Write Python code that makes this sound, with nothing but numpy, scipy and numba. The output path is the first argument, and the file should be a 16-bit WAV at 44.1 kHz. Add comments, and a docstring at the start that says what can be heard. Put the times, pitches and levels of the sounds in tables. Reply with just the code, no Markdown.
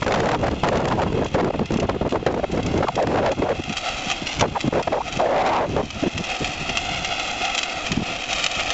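"""A concrete pavement on a windy day, a hand-held microphone, traffic in the distance. From the start a
battery ride-on toy car creeps closer: two plastic gearboxes whine, hollow wheels crunch grit and clack
on stones. For the first 3.7 s gusts buffet, slap and whistle across the microphone port, overload it
and make the gain control duck the car. After a lull they return, and one long gust hums from 5.2 to
5.7 s. Then the wind eases and leaves the car in front."""
import sys
import numpy as np
from scipy import signal
from scipy.fft import rfft, irfft
from scipy.io import wavfile
from scipy.ndimage import uniform_filter1d
from numba import njit

SR = 44100
rng = np.random.default_rng(int(sys.argv[2]) if len(sys.argv) > 2 else 0)


def to_wav(s):
    """Save 16-bit WAV."""
    ch = np.atleast_2d(s).T  # columns
    pcm = np.round(np.clip(ch, -1, 1) * 32767)  # PCM
    wavfile.write(sys.argv[1], SR, pcm.astype(np.int16))


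N = 385037
T = np.arange(N) / SR


def undb(db):
    """Decibels to gain."""
    return 10 ** (np.asarray(db) / 20)


def unit(x):
    """Scale to rms 1."""
    return x / np.sqrt(np.mean(x ** 2))


def curves(table):
    """Each column of a table, joined by straight lines in time."""
    times, *columns = np.transpose(table)
    return [np.interp(T, times, column) for column in columns]


def noise():
    """White noise."""
    return rng.standard_normal(N)


def walk(rate):
    """A random drift of rms 1 that takes a new course rate times a second."""
    return unit(np.interp(T * rate, np.arange(N // 10), rng.standard_normal(N // 10)))


@njit
def svf(x, tuning, damping):
    """State-variable band-pass whose centre and width may move."""
    y, band_state, low_state = np.empty(len(x)), 0., 0.
    for i in range(len(x)):
        v = (band_state + tuning[i] * (x[i] - low_state)) / (1 + tuning[i] * (tuning[i] + damping[i]))
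        band_state = 2 * v - band_state
        low_state += 2 * tuning[i] * v
        y[i] = damping[i] * v
    return y


def band(x, hz, width):
    """One resonance, gain 1 at its centre."""
    return svf(x, np.tan(np.pi * hz / SR) * np.ones(N), width / hz * np.ones(N))


def ring(x, modes):
    """A body's resonances, driven together."""
    return sum(undb(db) * band(x, hz, width) for hz, width, db in modes)


# Spectrum of the distant background: (frequency [Hz], relative level [dB])
AMBIENCE_SPECTRUM = [(30, 0), (110, -15), (200, -5), (300, 0), (430, -9), (700, -1), (1000, -9.5),
                     (1700, -12.5), (4000, -15), (6500, -38), (8000, -39.5)]
def ambience():
    """Traffic and wind far off in the neighbourhood, a slowly drifting bed of noise."""
    hz, db = np.transpose(AMBIENCE_SPECTRUM)
    bin_hz = np.arange(N // 2 + 1) * SR / N
    colour = undb(np.interp(np.log(bin_hz + 1), np.log(hz), db))
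    return unit(irfft(rfft(noise()) * colour, N)) * undb(-35.5 + walk(0.56))


# Low buffeting right on the microphone: (time [s], level [dB])
BREEZE_LEVELS = [(0, -13.5), (.35, -23), (.55, -16.5), (.75, -17), (1.2, -19.5), (1.31, -26.5), (1.45, -19),
                 (1.67, -22), (1.8, -14.5), (1.99, -22.5), (2.21, -26), (2.35, -19.5), (2.48, -25),
                 (2.78, -19.5), (2.91, -20.5), (3.15, -15), (3.5, -22.5), (3.7, -26.5), (3.85, -42.5),
                 (4.35, -46.5), (4.42, -16.5), (4.52, -26), (4.7, -24.5), (5.05, -29), (5.72, -23),
                 (5.8, -19.5), (5.92, -32.5), (6.06, -28), (6.3, -41), (6.65, -33.5), (6.8, -45.5),
                 (7.1, -38.5), (7.7, -54), (7.95, -28.5), (8.2, -46.5), (8.73, -41)]
def breeze(puff_db=5.5, strongest_db=8.0):
    """Slow eddies thump the microphone in short, uneven puffs; stronger puffs reach higher in pitch."""
    db = curves(BREEZE_LEVELS)[0] + np.minimum(puff_db * walk(40), strongest_db)
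    hz = np.clip(68 * undb(0.27 * (db + 29.5)), 30, 400)
    rumble = band(band(noise(), hz, 3.5 * hz), hz, 2.7 * hz)
    return unit(rumble / np.sqrt(hz)) * undb(db)


def gearbox(mesh_hz, wander=.02, jitter=.09, rattle=0.26, throb_db=3.5):
    """Loose plastic teeth strike unevenly and scrape; the level throbs as the load changes."""
    phase = np.cumsum(mesh_hz * (1 + wander * walk(7) + jitter * walk(300))) / SR
    strikes = np.diff(np.floor(phase), prepend=0) * undb(3.8 * walk(500))
    scrape = rattle * noise() * np.exp(-(phase % 1) / 0.59)
    return (strikes + scrape) * undb(-throb_db * walk(25))


# Resonances of the gearbox housing: (frequency [Hz], width [Hz], gain [dB])
HOUSING_MODES = [(330, 82, -4), (520, 83, -1), (749, 130, 2.5), (1260, 280, -2), (2040, 680, -6),
                 (2330, 250, -7.5)]
def gear_whine(teeth):
    """The tooth strikes ring the plastic housing."""
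    return unit(ring(teeth, HOUSING_MODES))


# Resonances of the motor mounts: (frequency [Hz], width [Hz], gain [dB])
MOUNT_MODES = [(2110, 150, -5), (2560, 150, 0), (2780, 70, 1), (3220, 110, -1), (3380, 110, -8)]
def motor_whirr(teeth):
    """The same strikes ring the motor mounts in narrow, high bands."""
    return unit(sum(undb(db) * band(band(teeth, hz, width), hz, 3 * width)
                    for hz, width, db in MOUNT_MODES))


def grit(rate, spread_db):
    """Grains of sand crushed at random, about rate a second, a few larger than the rest."""
    hit = rng.random(N) < rate / SR
    size = undb(spread_db * np.minimum(rng.exponential(size=N), 4))
    return unit(hit * size * noise())


# Resonances of a hollow plastic wheel: (frequency [Hz], width [Hz], gain [dB])
WHEEL_MODES = [(1250, 260, 9.5), (2100, 110, 2), (2580, 810, 16.5), (2860, 220, 9), (3166, 260, -1.5),
               (4200, 450, -3.5), (5160, 1100, 1), (5780, 240, -2.5)]
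def wheel_crunch():
    """Grit crushed on the concrete rings the wheels; the level flickers."""
    return unit(ring(grit(rate=2800, spread_db=1.5), WHEEL_MODES)) * undb(walk(22) + 2.5 * walk(130))


def ticks(rate=22, spread_db=2.0, decay_s=0.0029):
    """Small stones snap under the treads, each in a brief bright crackle."""
    hit = rng.random(N) < rate / SR
    size = undb(spread_db * np.minimum(rng.exponential(size=N), 2))
    envelope = signal.fftconvolve(hit * size, np.exp(-T[:2000] / decay_s))[:N]
    return envelope * unit(band(grit(rate=25000, spread_db=15.0), 4800, 5000))


# Reflections under the car: (delay [s], gain [dB])
UNDERBODY_BOUNCES = [(.00122, -11.5), (.00153, -4.5)]
def shell(x, sway=0.034):
    """Sound bounces between the body and the pavement; the paths waver as the car rocks."""
    return x + sum(undb(db) * np.interp(T - delay * (1 + sway * walk(3.9)), T, x)
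                   for delay, db in UNDERBODY_BOUNCES)


# The car's approach, in relative levels: (time [s], whine [dB], crunch [dB], whirr [dB])
APPROACH_LEVELS = [(0, -27, -26, -27.5), (1.2, -36, -32.5, -31.5), (2, -35, -38.5, -32.5),
                   (3, -26.5, -31.5, -33), (3.6, -25.5, -31.5, -30.5), (4.05, -26, -28, -31),
                   (4.2, -36, -31, -34), (5, -24.5, -27, -30.5), (6.25, -30.5, -29, -32.5),
                   (6.6, -28, -30.5, -32), (7.4, -26.5, -29.5, -31), (7.75, -27, -31.5, -33),
                   (8.1, -29.5, -30, -31), (8.35, -25, -26, -27), (8.73, -23.5, -28.5, -28)]
def car(echo_s=.07, echo_db=-20):
    """Two geared motors and hard wheels under one shell, with a faint echo off the house fronts."""
    whine_db, crunch_db, whirr_db = curves(APPROACH_LEVELS)
    teeth = gearbox(mesh_hz=654) + gearbox(mesh_hz=729)
    whine = gear_whine(teeth) * undb(whine_db)
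    whirr = motor_whirr(teeth) * undb(whirr_db)
    rolling = (wheel_crunch() + undb(-2.5) * ticks()) * undb(crunch_db)
    direct = undb(-5) * (shell(whine + rolling + clacks()) + whirr)
    return direct + undb(echo_db) * np.interp(T - echo_s, T, direct, left=0)


# Gusts at the microphone port: (time [s], length [s], level [dB], nominal pitch [Hz])
PORT_GUSTS = [(0.02, 0.013, 5.5, 1153), (0.046, 0.0065, -12.5, 460), (0.064, 0.3, -4, 624),
              (0.361, 0.062, -14.5, 260), (0.427, 0.066, -6, 541), (0.634, 0.067, -4.5, 628),
              (0.712, 0.073, -3, 532), (0.793, 0.1, -5.5, 535), (0.901, 0.039, -8.5, 760),
              (0.975, 0.073, -12.5, 575), (1.062, 0.022, -11.5, 342), (1.099, 0.0054, -12, 405),
              (1.121, 0.01, -8.5, 430), (1.141, 0.074, -14.5, 379), (1.214, 0.025, -7.5, 545),
              (1.251, 0.012, -8, 620), (1.344, 0.075, -4.5, 480), (1.425, 0.067, -5.5, 409),
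              (1.502, 0.0085, -9.5, 480), (1.531, 0.032, -10.5, 313), (1.592, 0.006, -7, 419),
              (1.603, 0.033, -15.5, 203), (1.704, 0.04, -10.5, 415), (1.758, 0.013, -10, 228),
              (1.783, 0.062, -12, 323), (1.887, 0.028, -6.5, 504), (1.943, 0.027, -12, 400),
              (2.011, 0.021, -10.5, 460), (2.047, 0.036, -13, 398), (2.123, 0.055, -8.5, 469),
              (2.227, 0.0075, -13.5, 406), (2.264, 0.011, 0.5, 507), (2.276, 0.058, -5, 419),
              (2.341, 0.012, -2, 505), (2.362, 0.041, -10.5, 485), (2.431, 0.02, -10.5, 430),
              (2.492, 0.016, -20, 242), (2.529, 0.034, -15.5, 359), (2.57, 0.036, -7.5, 464),
              (2.648, 0.034, -18.5, 263), (2.738, 0.027, -17.5, 240), (2.784, 0.033, -10.5, 361),
              (2.825, 0.028, -8.5, 524), (2.965, 0.084, -10, 606), (3.068, 0.0085, -9, 613),
              (3.073, 0.071, -10.5, 397), (3.142, 0.069, -4.5, 527), (3.218, 0.081, -3, 693),
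              (3.309, 0.027, -7.5, 425), (3.373, 0.03, -15.5, 394), (3.42, 0.023, -4.5, 423),
              (3.444, 0.033, -10, 550), (3.485, 0.045, -5, 610), (3.549, 0.011, -16.5, 366),
              (3.597, 0.0037, -7, 347), (3.677, 0.041, -22, 204), (4.067, 0.009, -26, 141),
              (4.217, 0.023, -31.5, 165), (4.409, 0.054, -7, 633), (4.466, 0.029, -16, 243),
              (4.551, 0.028, -12, 734), (4.639, 0.036, -14, 242), (4.676, 0.014, -8.5, 280),
              (4.725, 0.011, -5, 446), (4.74, 0.078, -8, 523), (4.872, 0.013, -8.5, 554),
              (4.89, 0.03, -19.5, 354), (4.921, 0.027, -6, 680), (4.944, 0.045, -9.5, 696),
              (5.677, 0.024, -15, 314), (5.764, 0.027, -5, 530), (5.786, 0.033, -11, 570),
              (5.826, 0.021, -15, 325), (6.028, 0.03, -21.5, 236), (6.058, 0.025, -14, 340),
              (6.168, 0.048, -23.5, 210), (6.406, 0.037, -24, 194), (6.602, 0.036, -31.5, 147.5),
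              (6.683, 0.025, -25, 182), (6.899, 0.017, -25.5, 230), (7.09, 0.016, -32.5, 141.4),
              (7.404, 0.027, -32, 237), (7.909, 0.029, -25.5, 176), (7.965, 0.037, -22.5, 167),
              (8.016, 0.014, -23, 128.4), (8.072, 0.038, -34, 162)]
def gust_flow(rise_s=0.00081, rise_share=0.0071, fall_s=0.0028, growth_db=1.4, weak_db=-15):
    """Envelope, level (dB) and pitch (Hz) of the flow: each gust sets in, grows a little and drops."""
    total = np.full(N, 1e-4)
    db_sum, hz_sum = total * -22, total * 250  # idle flow between the gusts
    for start, length, db, hz in PORT_GUSTS:
        span = slice(max(int((start - .08) * SR), 0), int((start + length + .08) * SR))
        age = T[span] - start
        soft_s = .0005 * max(weak_db - db, 0)  # weak gusts come and go softly
        rise = 1 + np.tanh(age / (rise_s + rise_share * length + soft_s))
        fall = 1 - np.tanh((age - length) / (fall_s + soft_s))
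        swell = rise * fall / 4
        total[span] += swell
        db_sum[span] += swell * (db + growth_db * np.clip(age / length - .5, -1, 1))
        hz_sum[span] += swell * hz
    return total, db_sum / total, hz_sum / total


# Roughness of the flow at the port: (time [s], turbulence [ratio, roughly bandwidth / pitch])
PORT_TURBULENCE = [(0, 1.22), (2.7, 1.01), (2.85, 0.9), (3.0, 0.55), (3.1, 0.9), (3.3, 0.73), (3.7, 0.33),
                   (4.42, 0.91), (4.56, 0.35), (4.7, 0.85), (4.85, 1), (4.95, 0.37), (5.78, 0.93),
                   (8.73, 1.4)]
def gusts(droop=0.36, surge_db=1.5, flutter_db=2.5, pitch_wander=0.13):
    """Air sheds eddies off the port: smooth flow whistles, turbulent flow is broad and sputters."""
    swell, db, pitch = gust_flow()
    turbulence = np.clip(curves(PORT_TURBULENCE)[0], .2, 1.4)
    db = db + surge_db * turbulence * walk(60)
    pitch = 0.96 * pitch * (1 - droop * (1 - np.minimum(swell, 1)))  # glides down as a gust dies
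    speed_db = flutter_db * turbulence * walk(170)  # quicker flow is both louder and higher
    hz = np.clip(pitch * undb(0.54 * speed_db) * np.exp(pitch_wander * walk(45)), 40, 2500)
    width = 70 + hz * np.clip(turbulence ** 1.1, .05, 3)
    rush = unit(band(band(noise(), hz, width), hz, 150 + 0.35 * hz) / np.sqrt(width))
    skirt = unit(band(band(noise(), hz, hz), hz, 0.97 * hz) / np.sqrt(hz))
    eddies = unit(band(band(noise(), 140, 240), 110, 400))
    # brief sharp crackle, as of wind overloading the microphone
    crackle = unit(band(noise(), 3500, 5600) * undb(12 * np.minimum(walk(420), 2.0)))
    churn = undb(-8) * eddies + undb(-32) * turbulence * crackle
    return swell * undb(db + speed_db) * (rush + undb(-11) * skirt + turbulence * churn)


# Sharp eddies striking the microphone: (time [s], level [dB])
EDDY_SLAPS = [(0.082, -5.5), (0.123, 1), (0.13, -14), (0.148, -5), (0.16, -7), (0.189, -15), (0.204, 0),
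              (0.259, -7.5), (0.291, -4), (0.317, -5), (0.347, -7), (0.47, -9), (0.646, -7), (0.68, -12),
              (0.688, -1), (0.76, -14), (0.817, -18), (0.856, -8), (0.925, -11), (1.02, -10.5),
              (1.129, -20), (1.178, -27), (1.4, -16), (1.41, -8), (1.447, -11), (1.594, -21), (1.709, -21),
              (1.897, -11), (2.125, -16), (2.273, -13), (2.346, -17), (2.577, -18), (2.886, -7),
              (3.0728, -7.5), (3.263, -6), (3.493, -15), (4.738, -18.5), (4.878, -17), (6.077, -28)]
def slaps(centre_hz=1300, width_hz=1700, snap_db=-13, half_length_s=.0025):
    """A small, fast eddy hits the port for a few milliseconds with a hard snap."""
    envelope = np.zeros(N)
    for time, db in EDDY_SLAPS:
        span = slice(int((time - .02) * SR), int((time + .02) * SR))
        envelope[span] += undb(db) * np.exp(-((T[span] - time) / half_length_s) ** 2)
    body = unit(band(band(noise(), centre_hz, width_hz), centre_hz, width_hz))
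    snap = unit(band(noise(), 3100, 6200))
    return envelope * (body + undb(snap_db) * snap)


# Stones cracking under the wheels, down on the pavement: (time [s], relative level [dB])
STONE_CRACKS = [(0.511, -14), (0.771, -5), (0.882, -7), (1.243, -13), (1.261, -14.5), (1.339, -15),
                (1.657, -16), (1.719, -19), (1.737, -13), (1.771, -13), (1.799, -7.5), (2.092, -18),
                (2.107, -17.5), (2.518, -15.5), (2.629, -16.5), (2.662, -13.5), (2.776, -16.5),
                (2.954, -9.5), (3.023, -8.5), (3.316, -5), (3.636, -12.5), (3.694, -14.5), (3.725, -16),
                (3.768, -8), (3.78, -14), (4.1, -14), (4.114, -11.5), (4.268, -12.5), (4.28, -31),
                (4.395, -13), (4.409, -9), (4.606, -6.5), (4.826, -9.5), (5.125, -15), (5.169, -15),
                (5.904, -14), (6.178, -12.5), (6.444, -13.5), (6.693, -15), (6.772, -9), (7.046, -14.5),
                (7.195, -15), (7.418, -18), (7.451, -15.5), (7.548, -12.5), (7.577, -11.5), (7.586, -10),
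                (7.631, -11.5), (7.866, -16), (7.918, -11.5), (8.329, -11.5), (8.36, -21), (8.441, -9.5),
                (8.462, -7.5), (8.513, -12.5), (8.551, -17), (8.659, -18), (8.704, -12)]
def clacks(snap_db=-3, snap_s=0.0078, crumble_db=-22, crumble_s=.03, bright_db=-15):
    """Each stone gives way in a short run of snaps that ring the wheel, then crumbles."""
    envelope = np.zeros(N)
    for time, db in STONE_CRACKS:
        start = int(time * SR)
        age = T[:SR // 10][:N - start]
        crack = undb(snap_db) * np.exp(-(age / snap_s) ** 2)
        crumble = undb(crumble_db) * np.exp(-age / crumble_s)
        envelope[start:start + len(age)] += undb(db) * (crack + crumble)
    snaps = grit(rate=7500, spread_db=5.0)
    ringing = unit(ring(snaps, WHEEL_MODES)) + undb(bright_db) * unit(band(snaps, 2400, 4300))
    local_rms = np.sqrt(uniform_filter1d(ringing ** 2, size=300))
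    return envelope * ringing / local_rms


# Smooth jets across the port: (time [s], length [s], level [dB], first pitch [Hz], last pitch [Hz])
PORT_JETS = [(0.912, 0.024, -2.5, 901, 750), (0.982, 0.049, -6.5, 803, 556), (2.876, .02, -2, 1204, 710),
             (2.985, 0.061, -5, 921, 430), (3.281, 0.048, -6.5, 687, 514), (4.554, 0.016, -19, 947, 686),
             (4.96, .028, -10, 666, 830), (5.006, 0.01, -1.5, 770, 930), (5.225, 0.1, -7.5, 640, 539)]
def whistles(edge_s=0.0073, waver=.1, hoarseness=.5):
    """A smooth jet half locks onto the port and sings hoarsely; the note glides with the jet's speed."""
    out = np.zeros(N)
    wobble = np.exp(waver * walk(600))
    lock = 1 + hoarseness * (walk(450) + 1j * walk(450))  # roughens both level and phase
    for start, length, db, first_hz, last_hz in PORT_JETS:
        span = np.abs(T - start - length / 2) < length
        age = T[span] - start
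        hz = first_hz * (last_hz / first_hz) ** np.clip(age / length, 0, 1) * wobble[span]
        swell = (1 + np.tanh(age / edge_s)) * (1 - np.tanh((age - length) / edge_s)) / 4
        note = np.imag(lock[span] * np.exp(2j * np.pi * np.cumsum(hz) / SR))
        out[span] += undb(db) * swell * note
    return out


# One long, even gust at the port: (time [s], level [dB], pitch [Hz])
LONG_GUST_COURSE = [(5.175, -70, 560), (5.197, -11, 638), (5.29, -9.5, 613), (5.42, -1, 684),
                    (5.5, -2, 724), (5.56, -2, 944), (5.6, -5, 655), (5.65, -5.5, 600), (5.672, -24, 430),
                    (5.71, -57, 400)]
def long_gust(width_hz=280, skirt_db=-12, flutter_db=3.0):
    """Even flow hums in the port without sputtering, rising in pitch as it swells."""
    db, hz = curves(LONG_GUST_COURSE)
    hum = unit(band(band(noise(), hz, width_hz), hz, 2.03 * width_hz))
    skirt = unit(band(band(noise(), 0.43 * hz, 0.53 * hz), 0.54 * hz, 0.51 * hz))
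    return (hum + undb(skirt_db) * skirt) * undb(db + flutter_db * walk(60))


def scene():
    """One microphone: the car along the pavement, wind right at the port, traffic far behind."""
    return (car() + gusts() + long_gust() + whistles() + slaps() + breeze() + ambience())[None]


@njit
def follow(x, attack, release):
    """Level follower that rises quickly and falls slowly."""
    y, level = np.empty(len(x)), x[:2000].max()
    for i in range(len(x)):
        level += (x[i] - level) * (attack if x[i] > level else release)
        y[i] = level
    return y


def record(dry, ceiling=0.66, knee=0.12, lag_s=.004, attack_s=.004, release_s=0.16, top_hz=7450):
    """The microphone clips, the gain control ducks just after each loud moment, and the top is cut."""
    clipped = np.clip(dry[0], -ceiling, ceiling)
    loudness = np.sqrt(np.abs(uniform_filter1d(clipped ** 2, size=220)))
    held = follow(loudness, 1 / (attack_s * SR), 1 / (release_s * SR))
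    gain = np.minimum(1, knee / np.interp(T - lag_s, T, held))
    low_pass = signal.ellip(7, .3, 60, top_hz, fs=SR, output="sos")
    return signal.sosfilt(low_pass, clipped * gain)[None]


dry = scene()
out = record(dry)
to_wav(out)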